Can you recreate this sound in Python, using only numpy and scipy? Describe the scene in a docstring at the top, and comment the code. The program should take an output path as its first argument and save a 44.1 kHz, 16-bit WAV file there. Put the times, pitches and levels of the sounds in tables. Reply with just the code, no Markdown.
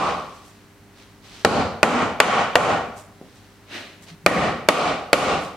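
"""First comes the fading echo of a mallet blow in a workshop, over a mains hum. A rubber mallet is
driving home the glued joints of a wooden frame on a bench: four blows at the far end, then three at
the near corner, each making the wood ring. Between blows, sleeves and gloves rustle, a shoe scuffs and
a hand bumps the frame. Each blow overloads the microphone, so a limiter (an automatic volume control)
turns the sound down, then back up about as fast as the echo dies, which makes the echo hang on."""
import sys
import numpy as np
from scipy import signal
from scipy.io import wavfile
from scipy.ndimage import minimum_filter1d

SR = 44100
rng = np.random.default_rng(int(sys.argv[2]) if len(sys.argv) > 2 else 0)


def file_out(sig):
    """Save sig as 16-bit WAV at sys.argv[1]."""
    # one column per channel
    cols = np.atleast_2d(sig).T
    # limit, then scale
    lim = np.clip(cols, -1, 1)
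    pcm = np.round(lim * 32767).astype(np.int16)
    wavfile.write(sys.argv[1], SR, pcm)


N = 245195
TIME = np.arange(N) / SR

# tone of the workshop's steady air noise: f/Hz, relative level/dB
AIR_COLOUR = [(15, -45), (25, -24), (101, -10.5), (129, -16), (204, -4), (267, -33), (305, -16), (368, -41),
              (399, -1), (433, -22), (495, -20), (2060, -25.5), (2300, -29), (15500, -43.5)]
# tones of the mains hum: f/Hz, level/dB
HUM_TONES = [(50, -66), (100, -57.5), (200, -62.5), (300, -61), (400, -60.5)]
# how much left and right differ in sound that comes from all around: f/Hz, side minus mid level/dB
STEREO_WIDTH = [(60, -5.5), (200, -13), (380, -15.5), (700, -10.5), (1290, -9), (2380, -5), (4400, -5.5),
                (8000, 0), (15000, -0.5)]
# how long the room's echo takes to fade by 60 dB: f/Hz, t/s
ECHO_FADE = [(100, 0.79), (260, 0.57), (700, 0.66), (1150, 0.6357), (1840, 0.615), (4850, 0.6044),
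             (8000, .5), (13000, 0.174)]
# tone of the echo: f/Hz, relative level/dB
ECHO_COLOUR = [(50, -9), (150, -1), (350, 0), (700, 0), (1200, 5), (1700, -7.5), (2500, -0.5), (5000, 0.5),
               (9000, 8.5), (12000, 9.5), (16000, -8)]

# rubbing strokes of shoe, sleeve and glove: peak t/s, fade t/s, level/dB
SHOE_STROKES = [(3.764, 0.093, -32)]
SLEEVE_STROKES = [(0.13, 0.24, -44.5), (1.01, 0.095, -50.5), (1.27, 0.062, -47.5), (1.38, 0.13, -45),
                  (3.37, 0.36, -56), (4.093, 0.033, -43.5)]
GLOVE_STROKES = [(0.36, .04, -61), (0.47, 0.064, -58), (2.99, 0.06, -49.5), (3.37, 0.04, -65),
                 (4.033, 0.021, -51), (5.43, 0.052, -46.5)]
# tone of each kind of rubbing: f/Hz, relative level/dB
SHOE_TONE = [(88, -52), (150, -7), (243, -3.5), (306, 2), (425, -2), (477, -9), (636, 0.5), (972, -13),
             (1490, 0), (1770, -1), (2230, -4), (2650, -2), (2920, 0), (15000, -39)]
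SLEEVE_TONE = [(200, 1), (900, -1.5), (2000, -1), (3500, 0), (6000, -7), (10000, -20), (15000, -44)]
GLOVE_TONE = [(1000, -2), (3500, -4), (6000, -2), (9000, 3), (12000, -16), (15000, -36)]
# low shudders as the glove grips a rail of the frame: peak t/s, half length t/s, f/Hz, level/dB
GRIP_JUDDERS = [(4.13, 0.021, 165, -40), (4.25, 0.012, 160, -40)]

# modes (natural tones) of frame and bench: f/Hz, width f/Hz, far-end level/dB, near-corner level/dB
WOOD_MODES = [(74.4, 30.5, -3.5, -6.5), (105, 31, -3, -9), (173, 53.5, -2.5, -2.5), (236, 16, 3, 0),
              (271, 43, -2.5, -1), (473, 135.3, 0, -0.5), (524, 29, 3.5, 4), (596, 41, -2.5, -1.5),
              (712, 50, 2, 2), (787.5, 79, -1, -2), (1140, 105, -3.5, -2), (1266, 70.5, -4, -1.5),
              (1420, 218, -6.5, -8), (1871, 158, -4.5, -5), (2304, 386, -10, -8), (3033, 447, -12.5, -9.5),
              (3323, 532, -15, -11), (4210, 1640, -24, -19), (6380, 1670, -26, -23),
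              (7520, 4800, -31.5, -27.5), (13200, 25000, -43, -36)]
# mallet blows, the first already fading at the start; each struck spot favours one resonance:
# t/s, force level/dB, end of the frame, joint's give (0 tight, 1 loose), favoured f/Hz, its boost/dB
MALLET_BLOWS = [(-0.135, 50.5, "near", 0.4, 1075, 8), (1.4483, 46.5, "far", 0.77, 4400, 8.5),
                (1.8300, 51, "far", 0.21, 244, 7), (2.2018, 51.5, "far", 0.032, 3340, 2),
                (2.5551, 49.5, "far", 0.27, 676, 3), (4.2625, 49.5, "near", 0.83, 1900, 7.5),
                (4.6871, 51, "near", 0.27, 655, 2.5), (5.1304, 52.5, "near", 0.37, 1160, -1)]


def from_db(db):
    """Turns decibels into a number to multiply by."""
    return 10 ** (np.asarray(db) / 20)


def at_hz(points, hz):
    """Reads between the rows of a table, with every octave equally wide."""
    return np.interp(np.log(hz), np.log(np.array(points)[:, 0]), np.array(points)[:, 1])


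def keep_part(x, hz, kind, order):
    """Keeps the lows, the highs or a band; a higher order cuts off the rest more steeply."""
    return signal.sosfilt(signal.butter(order, hz, kind, fs=SR, output="sos"), x)


def shelf(x, hz, gain_db, kind):
    """Turns the lows or the highs up or down."""
    return x + (from_db(gain_db) - 1) * keep_part(x, hz, kind, order=1)


def boost_around(x, hz, gain_db, sharpness):
    """Turns up the sound around one pitch."""
    angle, gain = 2 * np.pi * hz / SR, from_db(gain_db / 2)
    spread, centre = np.sin(angle) / (2 * sharpness), -2 * np.cos(angle)
    forward = [1 + spread * gain, centre, 1 - spread * gain]
    feedback = [1 + spread / gain, centre, 1 - spread / gain]
    return signal.lfilter(forward, feedback, x)


def noise_bands(size):
    """Half-octave bands of stereo noise as (Hz, band); left and right differ most in the treble."""
    edges = np.geomspace(22, 18000, 20)
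    white = rng.standard_normal((2, 2, size))
    for k, (low, high) in enumerate(zip(edges, edges[1:])):
        mid, side = keep_part(white[k % 2], [low, high], "band", order=2)
        hz = np.sqrt(low * high)
        yield hz, mid + from_db(at_hz(STEREO_WIDTH, hz)) * np.array([side, -side])


def coloured(bands, colour):
    """Mixes noise bands to a given tone, at an average (rms) level of 1."""
    noise = sum(from_db(at_hz(colour, hz)) * band for hz, band in bands)
    return noise / noise.std()


def background(air_db=-51):
    """The mains hums at 50 Hz and its multiples, over steady air noise."""
    hum = sum(from_db(db) * np.sqrt(2) * np.sin(2 * np.pi * (hz * TIME + rng.random()))
              for hz, db in HUM_TONES)
    return hum + from_db(air_db) * coloured(noise_bands(N), AIR_COLOUR)


def room_echo(echo_db=-37, bench_db=-24.5, bench_fade_s=0.027):
    """A quick spray of reflections off the bench, then the room fading at each band's own rate."""
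    t, out = np.arange(SR) / SR, 0
    spray = from_db(bench_db - 60 * t / bench_fade_s)
    for hz, band in noise_bands(SR):
        tail = from_db(echo_db + at_hz(ECHO_COLOUR, hz) - 60 * t / at_hz(ECHO_FADE, hz))
        out = out + band * (tail + spray)
    return out


def bench_bounce(direct, delay_s=0.00177, level_db=-15):
    """The direct sound plus its first bounce off the bench top."""
    t = np.arange(len(direct)) / SR
    return direct + from_db(level_db) * np.interp(t - delay_s, t, direct, left=0)


def add_knock(out, start_s, direct, ringing, room):
    """Adds a direct sound and the ringing wood's echo; the microphone's right side faces away."""
    sound = signal.fftconvolve(room, ringing[None], axes=1)
    duller_right = shelf(direct, hz=7000, gain_db=-18, kind="high")
    sound[:, :len(direct)] += [direct, duller_right]
    at = round(start_s * SR)
    sound = sound[:, max(-at, 0):N - at]
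    out[:, max(at, 0):max(at, 0) + sound.shape[1]] += sound


def rubbing(bands, strokes, colour, grain_db, rise_share=0.55):
    """Friction noise swells and fades with each stroke, made uneven by tiny catches."""
    level = 0
    for peak_s, fade_s, db in strokes:
        t = TIME - peak_s
        level += from_db(db) * np.exp(-np.where(t < 0, (t / (rise_share * fade_s)) ** 2, t / fade_s))
    catches = keep_part(rng.standard_normal(N), 250, "low", order=1)
    return level * from_db(grain_db * catches / catches.std()) * coloured(bands, colour)


def glove_judder():
    """Rubber sticks and slips on the wood and shakes it briefly."""
    out = 0
    for peak_s, half_s, hz, db in GRIP_JUDDERS:
        swell = np.exp(-((TIME - peak_s) / half_s) ** 2)
        out += from_db(db) * np.sqrt(2) * swell * np.sin(2 * np.pi * hz * TIME)
    return out


def contact(cutoff_hz):
    """One short push: a softer contact has a lower cutoff and sounds duller."""
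    return keep_part(signal.unit_impulse(SR // 4), cutoff_hz, "low", order=2)


def frame_ring(push, near):
    """A push sets the wood's modes ringing briefly; where it lands decides how loud each one is."""
    out = 0
    for k, (hz, width_hz, far_db, near_db) in enumerate(WOOD_MODES):
        decay = np.exp(-np.pi * width_hz / SR)
        feedback = [1, -2 * decay * np.cos(2 * np.pi * hz / SR), decay ** 2]
        mode = (1 - decay ** 2) / 2 * signal.lfilter([1, 0, -1], feedback, push + 1e-18)
        out = out + (-1) ** k * from_db(near_db if near else far_db) * mode
    return out


def hand_bump(out, start_s=3.2133, force_db=12.5, soft_hz=320, echo_boost_db=5.5):
    """A hand bumps the frame; flesh gives way slowly, so it makes a dull thud."""
    push = from_db(force_db) * keep_part(contact(soft_hz), 2 * soft_hz, "low", order=1)
    thud = keep_part(push, 200, "high", order=2)
    add_knock(out, start_s, thud, frame_ring(push, near=False), from_db(echo_boost_db) * room_echo())


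def rail_jolt(near, hz=596, fade_s=0.019, far_db=-46, near_db=-40.5):
    """As the mallet stops dead, the rail jumps and sends a few pressure swings at the microphone."""
    t = np.arange(SR // 4) / SR
    level = from_db((near_db if near else far_db) - 60 * t / fade_s)
    swings = -level * np.sin(2 * np.pi * hz * t)
    return keep_part(swings, 440, "high", order=2)   # a narrow rail gives off little bass


def mallet_push(give, favoured_hz, favoured_db):
    """The push of one blow: a loose joint yields with a thump, a tight one answers with a clack."""
    thump_db = np.interp(give, [0, 1], [-5.5, 8])
    clack_db = np.interp(give, [0, 1], [6, -12.5])
    push = shelf(contact(cutoff_hz=10800), 365, thump_db, "low")
    push = shelf(push, 1320, clack_db, "high")
    push = shelf(push, 5500, -clack_db, "high")   # the snap at the very top does not depend on the joint
    return boost_around(push, favoured_hz, favoured_db, sharpness=2.5)


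def mallet_blows(direct_db=-9):
    """Each blow rings and jolts the frame at a new spot, with its own pattern of reflections."""
    out = np.zeros((2, N))
    for start_s, force_db, end, give, favoured_hz, favoured_db in MALLET_BLOWS:
        near, force = end == "near", from_db(force_db)
        ringing = force * frame_ring(mallet_push(give, favoured_hz, favoured_db), near)
        direct = bench_bounce(from_db(direct_db) * ringing + force * rail_jolt(near))
        add_knock(out, start_s, direct, ringing, room_echo())
    return out


def scene():
    """The workshop's background, the worker's movements and the mallet, in stereo."""
    bands = list(noise_bands(N))
    shoe = rubbing(bands, SHOE_STROKES, SHOE_TONE, grain_db=0)
    sleeve = rubbing(bands, SLEEVE_STROKES, SLEEVE_TONE, grain_db=-2)
    glove = rubbing(bands, GLOVE_STROKES, GLOVE_TONE, grain_db=4) + glove_judder()
    knocks = mallet_blows()
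    hand_bump(knocks)
    return background() + shoe + sleeve + glove + knocks


def limiter(x, threshold_db, attack_s, hold_s, release_db_per_s, start_duck_db):
    """The volume ducks just after a loud peak, waits, and climbs back at a steady rate."""
    peak_db = 20 * np.log10(np.abs(x).max(axis=0) + 1e-9)
    over_db = np.maximum(peak_db - threshold_db, 0)
    half_hold = int(hold_s * SR / 2)
    held_db = -minimum_filter1d(-over_db, 2 * half_hold + 1, origin=half_hold)   # highest recent peak
    held_db[0] = max(held_db[0], start_duck_db)   # still ducked by the first blow
    climb_db = release_db_per_s * TIME
    target_db = np.maximum.accumulate(held_db + climb_db) - climb_db
    lag = np.exp(-1 / (attack_s * SR))
    duck_db, _ = signal.lfilter([1 - lag], [1, -lag], target_db, zi=[target_db[0]])
    return x * from_db(-duck_db)


def record(dry):
    """The front of each blow slips past the limiter and clips; treble above 16 kHz is cut."""
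    limited = limiter(dry, threshold_db=-2, attack_s=0.002, hold_s=0.032,
                      release_db_per_s=115.5, start_duck_db=10.5)
    clipped = 0.95 * np.clip(limited, -1, 1)
    return signal.sosfilt(signal.ellip(10, 0.1, 80, 16000, fs=SR, output="sos"), clipped)


dry = scene()
out = record(dry)
file_out(out)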